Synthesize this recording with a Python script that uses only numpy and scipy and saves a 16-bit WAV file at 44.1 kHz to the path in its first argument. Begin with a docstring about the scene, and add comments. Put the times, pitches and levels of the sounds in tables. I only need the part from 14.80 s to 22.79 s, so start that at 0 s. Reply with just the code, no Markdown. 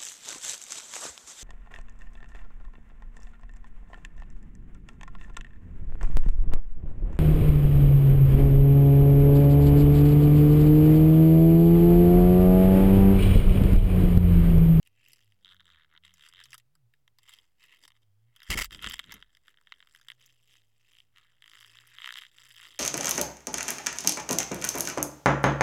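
"""A fishing line sticks and slips on the eye of a small plastic camera housing hung under water: dull ticks,
runs of ticks and a rubbing rasp, made from noise bursts and friction noise ringing the housing's modes.
Loose tackle taps brightly, with a rattling tail; a jerk adds bursts of grinding, slow pressure swings
and thuds until the input overloads. Behind them the taut line hums in the current, as two wavering sines,
over shaped noise for the electronics and slow water. One sealed microphone hears it all."""
import sys
import numpy as np
from scipy import signal
from scipy.fft import rfft, irfft, next_fast_len
from scipy.io import wavfile
from scipy.ndimage import uniform_filter1d

SR = 44100
rng = np.random.default_rng(int(sys.argv[2]) if len(sys.argv) > 2 else 0)


def digitize_waveform(pressure):
    """Quantize a signal to 16-bit integers and store it at the path in sys.argv[1].

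    Rows of a 2-D input are taken as channels; values are limited to [-1, 1].
    """
    field = np.atleast_2d(pressure).T
    bounded = np.clip(field, -1, 1)
    quanta = np.round(bounded * 32767).astype(np.int16)
    wavfile.write(sys.argv[1], SR, quanta)


def elevation(decibels):
    """Turn decibel levels (scalar or array-like) into linear amplitude ratios."""
    levels = np.asarray(decibels, float)
    return 10 ** (levels / 20)


N = 352359
T = np.arange(N) / SR  # s
STEADY_S = 5.3  # from here the line is under a steady pull
EASING_S = [5.1, STEADY_S]  # over this stretch the pull grows steady


def slips():
    """Clear slips of the line on its eye: dull, short knocks, sharper while the rubbing is sharp."""
    s, db = clear_slips()
    in_run = np.arange(len(s)) >= len(LONE_SLIPS)
    db = db + 1.8 * rng.standard_normal(len(s)) * in_run
    sharp_db = np.interp(s, T, pull()[1]) - 11.5
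    return knocks(s, db, sharp_db, push_s=0.0001, tail_s=0.0028, tail_db=-12.0, scatter_db=2.2)


# lone slips of the line on its eye: [t/s, peak level/dB]
LONE_SLIPS = [(0.028, -52), (0.5207, -54), (0.7647, -49.5), (0.7958, -45), (0.804, -42.5), (0.8102, -48),
              (3.0363, -43), (3.051, -41.5), (3.103, -49.5), (3.118, -51.5), (3.907, -36.5), (2.277, -48),
              (2.4849, -44), (2.586, -44), (3.6018, -43), (3.618, -39), (3.9463, -30), (3.9908, -36),
              (4.042, -19), (4.0622, -21), (4.0704, -19.5), (4.1092, -24.5), (4.1914, -20), (4.195, -24.5),
              (4.2401, -39), (4.2933, -39.5), (4.3116, -36.5), (4.356, -45), (4.424, -35.5), (4.5488, -48),
              (4.5692, -47), (4.68, -40), (4.7408, -53), (4.7714, -49), (4.784, -52.5), (4.8115, -55),
              (4.8703, -42.5), (4.921, -28.5), (5.0026, -42), (4.938, -47.5), (5.025, -42.5), (5.071, -47),
              (5.1476, -41), (5.1595, -44.5), (7.23, -38.5), (7.5827, -39), (7.6173, -43), (7.654, -45),
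              (7.7096, -41.5)]
# runs of evenly paced slips: [first t/s, last t/s, first peak level/dB, last peak level/dB], before scatter
SLIP_RUNS = [(0.6458, 0.7313, -41.5, -47.5), (0.854, 0.912, -46.5, -49), (0.92, 1.045, -51, -53.5),
             (1.3802, 1.463, -46, -47.5), (1.112, 1.1747, -53, -44.5), (1.2355, 1.306, -46, -51.5),
             (1.5248, 1.6119, -46, -41), (5.2838, 5.3165, -29.5, -33.5), (5.694, 5.768, -52.5, -48),
             (6.116, 6.2015, -53, -45.5), (6.3598, 6.382, -48, -47), (6.6211, 6.8447, -41.5, -41.5),
             (6.953, 6.9855, -44, -41), (7.1836, 7.218, -33, -32.5), (7.2425, 7.3045, -26.5, -26.5),
             (7.323, 7.3712, -29.5, -29), (7.385, 7.401, -30.5, -47), (7.419, 7.4645, -33.5, -40.5),
             (7.7632, 7.869, -38, -38), (7.911, 7.9795, -49, -47)]
# number of slips in each run: [count]
SLIPS_PER_RUN = [9, 6, 11, 7, 6, 6, 9, 3, 6, 6, 3, 13, 3, 3, 5, 4, 2, 4, 7, 5]


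def clear_slips():
    """Times and peaks of the lone slips, then of the runs."""
    runs = [np.linspace((first, db), (last, last_db), n)
            for (first, last, db, last_db), n in zip(SLIP_RUNS, SLIPS_PER_RUN)]
    return np.vstack([LONE_SLIPS] + runs).T


def rubbing():
    """Small slips and rebounds over a rasp that fades as the line sticks again; a harsh rub murmurs low."""
    db, sharp_db = pull()
    s = small_slips()
    every = np.sort(np.r_[0, s, clear_times()])
    lead_s = .005  # under the steady pull the slide starts this far ahead of the slip
    start = every - lead_s * (every > STEADY_S)
    since = T - start[np.searchsorted(start, T, side="right") - 1]

    small_db = np.interp(s, T, db) + 3.5 + 2 * rng.standard_normal(len(s))
    small = knocks(s, small_db, np.interp(s, T, sharp_db), 0.0002, 0.0019, -17.5, 6.1)

    # each rebound falls part way to the next contact
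    chance = rng.standard_normal((len(every) - 1, 2))
    back = every[:-1] + np.diff(every) * np.clip(0.3 + 0.07 * chance[:, 0], 0, 1)
    back_db = np.interp(back, T, db) + np.interp(back, EASING_S, [-6.0, -1.5]) + 2.5 * chance[:, 1]
    rebound = knocks(back, back_db, np.interp(back, T, sharp_db) + 5.0, 0.00052, 0.0025, -9, 4)

    # under the steady pull a thin part lets go first
    lead = every[every > STEADY_S] - lead_s
    lead_db = np.interp(lead, T, db) + 2.26 * rng.standard_normal(len(lead))
    first_give = knocks(lead, lead_db, np.interp(lead, T, sharp_db) + 4, 0.00037, 0.0025, -12, 3.5)

    slide = np.where(T > STEADY_S, .05, .22) + uniform_filter1d(np.exp(-since / 0.006), size=60)
    slide_db = db + curve(PLACE)[-1] + 3 * flicker(90)
    rasping = slide * elevation(slide_db) * rasp(sharp_db)

    murmur_db = -88.0 + 0.49 * (db + 58.5) + 0.26 * (sharp_db + 8) + 3.5 * flicker(14)
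    murmur = elevation(murmur_db) * band(230.0, 520.)
    return small + rebound + first_give + rasping + murmur


def small_slips():
    """Between clear contacts the line goes on sticking and slipping at a nearly even pace."""
    clear = np.sort(np.r_[0, clear_times(), T[-1]])
    period = np.interp(clear, EASING_S, [.011, .0168])  # s; the steady pull slows the slips
    count = np.round(np.diff(clear) / period[1:]).astype(int)
    s = np.concatenate([np.linspace(a, b, n + 1)[1:-1] for a, b, n in zip(clear, clear[1:], count)])
    return s + 0.0016 * rng.standard_normal(len(s))


def clear_times():
    """Times of all clear slips and taps."""
    return np.r_[clear_slips()[0], np.transpose(TAPS)[0]]


# tugs that drag the line over its eye: [peak t/s, rise/s, fall/s, rubbing level/dB, sharpness level/dB]
TUGS = [(0.072, 0.036, 0.013, -51.5, -15), (0.299, 0.19, 0.32, -55, -16.5), (0.72, 0.1, 0.055, -45.5, -8),
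        (0.88, 0.049, 0.21, -53.5, -4), (1.011, 0.27, 0.049, -51, -17), (1.15, 0.068, 0.024, -50, -19),
        (1.25, 0.021, 0.09, -43.5, -16.5), (1.451, 0.12, 0.082, -44, -7.5), (1.6, 0.14, 0.12, -48.5, -11.5),
        (1.739, 0.079, 0.025, -47.5, -2.5), (2.491, 0.093, 0.21, -52.5, -5.5),
        (2.84, 0.076, 0.075, -56.5, -5), (2.941, 0.15, 0.14, -56, -10), (3.05, 0.042, 0.015, -45, -1),
        (3.164, 0.03, 0.03, -61.5, -14), (3.228, 0.015, 0.018, -63.5, -7), (3.671, 0.17, 0.051, -62, -35),
        (3.849, 0.2, 0.017, -34.5, -2.5), (3.921, 0.018, 0.092, -43.5, -6), (4.052, 0.088, 0.2, -38.5, -10),
        (4.33, 0.16, 0.16, -49, -13), (4.54, 0.054, 0.085, -65, -1), (4.69, 0.082, 0.047, -55, -7),
        (4.931, 0.26, 0.59, -62.5, -11), (5.15, 0.18, 0.2, -58, 0), (5.3, 0.19, 0.075, -55.5, -7.5),
        (5.42, 0.067, 0.24, -54, -12), (5.72, 0.23, 0.22, -57.5, -11), (6.15, 0.27, 0.15, -57, -14.5),
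        (6.391, 0.084, 0.33, -57, -17), (6.76, 0.15, 0.59, -47.5, -9), (7.29, 0.42, 0.1, -44.5, -14.5),
        (7.38, 0.05, 0.12, -39, -12), (7.6, 0.11, 0.53, -49.5, -8.5), (7.831, 0.37, 0.31, -45.5, -9.5)]


def pull():
    """Rubbing level and sharpness: tugs swell and die away, each colouring the rub by its share of power."""
    slack_db, slack_sharp_db = -91, 1.5
    drop_db, shape = 25, 1.166  # lost over one rise or fall; curvature of the swell
    power = np.full(N, elevation(2 * slack_db))
    sharp = power * slack_sharp_db
    for s, rise, fall, db, sharp_db in TUGS:
        near = slice(max(int((s - 3 * rise) * SR), 0), int((s + 3 * fall) * SR))
        away = np.maximum((s - T[near]) / rise, (T[near] - s) / fall)
        tug = elevation(2 * (db - drop_db * away ** shape))
        power[near] += tug
        sharp[near] += tug * sharp_db
    return 10 * np.log10(power), sharp / power


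# tackle taps the housing: [t/s, peak level/dB]
TAPS = [(0.2837, -46.5), (0.318, -48.5), (0.332, -41.5), (0.359, -53.5), (1.3385, -44.5), (1.4865, -39.5),
        (1.638, -38), (1.655, -41), (1.705, -47), (1.73, -32.5), (1.742, -33.5), (1.749, -42),
        (1.798, -51.5), (2.431, -51.5), (5.212, -48), (5.412, -46.5), (1.779, -38), (1.952, -53),
        (2.137, -53.5), (2.3853, -46), (2.492, -38.5), (2.5361, -41), (3.078, -42.5), (3.5616, -42.5),
        (3.6307, -40), (3.8436, -24), (3.8548, -33), (4.0234, -35), (4.086, -32.5), (4.097, -28),
        (4.12, -34), (4.3206, -32), (4.3399, -33.5), (5.46, -46.5), (7.0715, -45.5), (7.6004, -47),
        (7.6895, -47), (7.7215, -46)]


def taps():
    """Loose tackle on the housing: sharp knocks with a longer rattle, each of its own colour."""
    s, db = np.transpose(TAPS)
    return knocks(s, db, np.full(len(s), 1.5), push_s=0.00032, tail_s=0.0045, tail_db=-5, scatter_db=5.8)


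# ringing modes of the housing: [f/Hz, width f/Hz, relative level/dB]
HOUSING = [(936, 212, -11.5), (1349, 364, -1), (1715, 360, 3.5), (2076, 342, 3.5), (2662, 630, 4),
           (3213, 318, 9.5), (3715, 234, 5.5)]
# thin parts, brought out by sharp contacts: [f/Hz, width f/Hz, relative level/dB]
THIN = [(4920, 530, 1.5), (6290, 900, -6.5), (7480, 434, 0.5), (11000, 3400, -9), (14600, 5700, -14)]
# where a single push is soaked up: [f/Hz, width f/Hz, relative level/dB]
HOLLOW = [(2500, 700, -3)]


def knocks(s, peak_db, sharp_db, push_s, tail_s, tail_db, scatter_db):
    """Short rough contacts with a rattling tail; each meets the modes in its own proportions."""
    size = 2048
    t = np.arange(size) / SR
    modes = len(HOUSING)
    grit = rng.standard_normal((len(s), size))
    share = elevation(scatter_db * rng.standard_normal((len(s), modes + len(THIN))))

    body = (share[:, :modes] * elevation(place_db(s))) @ resonances(HOUSING, size)
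    body = body * seal(size) * (1 + resonances(HOLLOW, size)[0])
    thin = elevation(sharp_db)[:, None] * (share[:, modes:] @ resonances(THIN, size))

    # the thin parts buzz through the whole contact, the body takes one short push
    push = np.exp(-((t - .0012) / push_s) ** 2)
    buzz = np.exp(-((t - .0012) / .0009) ** 2)
    blow = peak_one(irfft(rfft(push * grit) * body + rfft(buzz * grit) * thin))
    rattle = np.exp(-t / tail_s) * (1 - np.exp(-t / 0.003))
    tail = peak_one(irfft(rfft(rattle * grit) * (body + thin)))
    rings = peak_one(blow + elevation(tail_db) * tail) * elevation(peak_db)[:, None]

    out = np.zeros(N + size)
    for start, ring in zip((s * SR).astype(int), rings):
        out[start:start + size] += ring
    return out[:N]


def peak_one(x):
    """Scale each row to a peak of 1."""
    return x / np.abs(x).max(axis=1, keepdims=True)


def rasp(sharp_db):
    """Steady friction through the housing; a light touch lets the modes ring narrower than a knock does."""
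    size = next_fast_len(N)
    grit = rfft(rng.standard_normal(size))
    narrow = np.multiply(HOUSING, [1, .55, 1])
    modes = irfft(grit * resonances(narrow, size) * seal(size), size)[:, :N]
    drift_db = np.array([3.5 * flicker(9) for _ in HOUSING])  # the contact wanders
    thin = irfft(grit * resonances(THIN, size).sum(axis=0), size)[:N]
    # the body is levelled to rms 1 as it stands before the place and the drift
    body = (modes * elevation(place_db(T).T + drift_db)).sum(axis=0) / modes.sum(axis=0).std()
    return body + elevation(sharp_db) * unit(thin)


VALLEY_HZ = 2450  # parts the housing modes into two groups


def resonances(table, size):
    """Response of each mode over frequency; neighbours alternate in sign but cancel across the valley."""
    hz = np.arange(size // 2 + 1) * SR / size
    rows = []
    for k, (f, width, db) in enumerate(table):
        sign = (-1) ** (k + (f > VALLEY_HZ))
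        rows.append(sign * elevation(db) * 1j * hz * width / (f * f - hz * hz + 1j * hz * width))
    return np.array(rows)


def seal(size):
    """The stiff wall holds back the bass, and the trapped air rolls the body off above its top mode."""
    hz = np.arange(size // 2 + 1) * SR / size
    return signal.freqs(*signal.butter(2, [900., 3900.], "bandpass", analog=True), hz)[1]


# where the line bears on the housing favours some modes: [t/s, low-mode level/dB,
# level per octave away from the valley/dB, smooth sliding over rubbing level/dB]
PLACE = [(0.55, -5.5, -22, -3), (0.64, -5.5, 22.5, -24), (1.18, 8, 14, -25.5), (1.23, -4, -13, -9),
         (1.4, -1.5, 6.5, -13), (2.9, -1, 4.5, -5.5), (3.8, 2, 0.5, -5.5), (4.15, 0, 5, -6),
         (4.3, 6, 2.5, -6.5), (5.3, 0.5, 3.5, -19), (5.45, -8, -6, -5.5), (6.25, -10, -16, -0.5),
         (6.35, 3.5, -4, -7), (7.6, -0.5, -3, -6.5)]
# side on, the line scrapes the housing's flank and shifts each mode: [level/dB]
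SIDE_ON_DB = [8, -6, -6, 3, -3, 0, -2]


def place_db(s):
    """Gain of each housing mode at the given times; the modes lie in two groups around a valley."""
    when, low_db, outer_db, _ = np.transpose(PLACE)
    octaves = np.log2(np.transpose(HOUSING)[0] / VALLEY_HZ)
    low = np.outer(np.interp(s, when, low_db), octaves < 0)
    # the favour stops growing 0.6 octave from the valley
    outer = np.outer(np.interp(s, when, outer_db), np.minimum(abs(octaves), .6))
    side_on = np.outer((s > 2.2) & (s < 3.3), SIDE_ON_DB)
    return low + outer + side_on


# bursts of the jerk grinding the housing: [t/s, length/s, level/dB], before flicker and housing gain
GRINDS = [(3.702, 0.028, -28.5), (3.733, 0.014, -33), (3.774, 0.0097, -30), (3.787, 0.006, -28.5),
          (3.797, 0.0031, -30), (3.806, 0.0075, -26), (3.816, 0.01, -24), (4.135, 0.008, -38.5)]


def grinding():
    """The jerk grinds the housing: short gated bursts of harsh, fast-flickering rasp."""
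    gate = sum(elevation(db) * ((T > s) & (T < s + length)) for s, length, db in GRINDS)
    return uniform_filter1d(gate, size=40) * elevation(5.9 * flicker(250)) * rasp(-2.9)


# the housing lurches: [t/s, swing level/dB, thud over swing level/dB, arrival/(dB/s), swing settling/(dB/s)]
LURCHES = [(3.699, -27.5, -4.5, 3505, 169.5), (3.754, -26, -12.5, 907.5, 190), (3.944, -47.5, -4, 503, 144),
           (4.072, -41.5, -5, 379.5, 191), (4.341, -62, 6, 141.5, 84.5)]


def lurching():
    """The housing rocks on the line: slow pressure swings, sloshing water inside them, and dull thuds."""
    swing_hz = 44
    thud_fade = 156  # dB/s, on top of the settling
    slosh = elevation(-9) * band(8.6, 46.0)
    swing = sum(lurch(s, db, arrive, settle) * (slosh - np.cos(2 * np.pi * swing_hz * (T - s)))
                for s, db, _, arrive, settle in LURCHES)
    thud = sum(lurch(s, db + over_db, arrive, settle + thud_fade)
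               for s, db, over_db, arrive, settle in LURCHES)
    return swing + thud * elevation(3.4 * flicker(60)) * band(50.0, 260.0)


def lurch(s, db, arrive, settle):
    """Gain of one lurch: it swells and settles at even rates in dB/s."""
    return elevation(db - np.maximum(arrive * (s - T), settle * (T - s)))


# the line sways in the current and is tugged along it at twice the pace, before wavering:
# [t/s, sway f/Hz, sway level/dB, octave level/dB]
HUM = [(0.1, 102.4, -84.5, -98), (0.35, 121, -82, -90), (0.49, 104.1, -73.5, -95), (0.65, 99.4, -79, -86),
       (0.87, 85, -79.5, -79), (1.05, 76.1, -88, -84.5), (1.36, 81.9, -71.5, -80.5), (1.47, 61.8, -88, -90),
       (1.59, 54.7, -80, -71), (1.86, 62.1, -91, -77), (1.96, 78.6, -92, -80.5), (2.07, 58.2, -90, -71.5),
       (2.18, 70.4, -88, -87.5), (2.42, 52.85, -102.5, -79), (2.95, 52.13, -102, -106),
       (3.18, 55.5, -97.5, -71), (3.5, 55.5, -93, -67.5), (3.7, 55.14, -100, -100), (5.1, 64.36, -100, -94),
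       (5.33, 65, -99.5, -78), (5.72, 56.6, -100, -79), (6.68, 56.14, -100, -83.5),
       (6.95, 56.13, -106, -71), (7.27, 62.18, -100, -82.5), (7.78, 55.97, -104, -77)]


def hum():
    """Eddies shed by the line make it hum; they come unevenly, so each partial wavers and breaks up."""
    hz, db, octave_db = curve(HUM)
    phase = 2 * np.pi * np.cumsum(hz * (1 + .05 * flicker(11))) / SR
    sway = elevation(db + 4.5 * flicker(18)) * np.sin(phase)
    octave = elevation(octave_db + 2.2 * flicker(12)) * np.sin(2 * phase)
    return np.sqrt(2) * (sway + octave)


# colour of the hiss: [f/Hz, relative level per Hz/dB]
HISS = [(12, -32.5), (20, -9), (60, -13.5), (138, -13.5), (222, -25), (1000, -30), (8000, -39.5),
        (16000, -37.5)]


def hiss():
    """Electronics and slow water: steady noise shaped over frequency, at -81 dB rms."""
    hz, db = np.transpose(HISS)
    bins = np.arange(1, N // 2 + 2) * SR / N
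    colour = elevation(np.interp(np.log(bins), np.log(hz), db))
    return elevation(-81) * unit(irfft(rfft(rng.standard_normal(N)) * colour, N))


def curve(rows):
    """Columns of a table, joined by straight lines in time."""
    s, *columns = np.transpose(rows)
    return [np.interp(T, s, c) for c in columns]


def unit(x):
    """Scale to rms 1."""
    return x / np.sqrt(np.mean(x ** 2))


def flicker(rate):
    """Random levels held 1 / rate s and slewed; spread near 1."""
    k = int(SR / rate)
    held = np.repeat(rng.standard_normal(N // k + 1), k)
    return unit(uniform_filter1d(held, k)[:N])


def band(low_hz, high_hz):
    """Noise in a band, rms 1."""
    sos = signal.butter(2, [low_hz, high_hz], "bandpass", fs=SR, output="sos")
    return unit(signal.sosfilt(sos, rng.standard_normal(N)))


def scene():
    """Everything reaches one sealed microphone."""
    line = slips() + rubbing()
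    jerk = grinding() + lurching()
    return (line + taps() + jerk + hum() + hiss())[None]


def roll_off(x):
    """The treble ends steeply here."""
    return signal.sosfilt(signal.butter(12, 16620, fs=SR, output="sos"), x)


def record(dry):
    """The input clips almost hard, near -26 dB, and sits slightly off centre."""
    top = elevation(-26)
    clipped = dry / (1 + np.abs(dry / top) ** 6) ** (1 / 6)
    return roll_off(clipped + 0.00037)


dry = scene()
out = record(dry)
digitize_waveform(out)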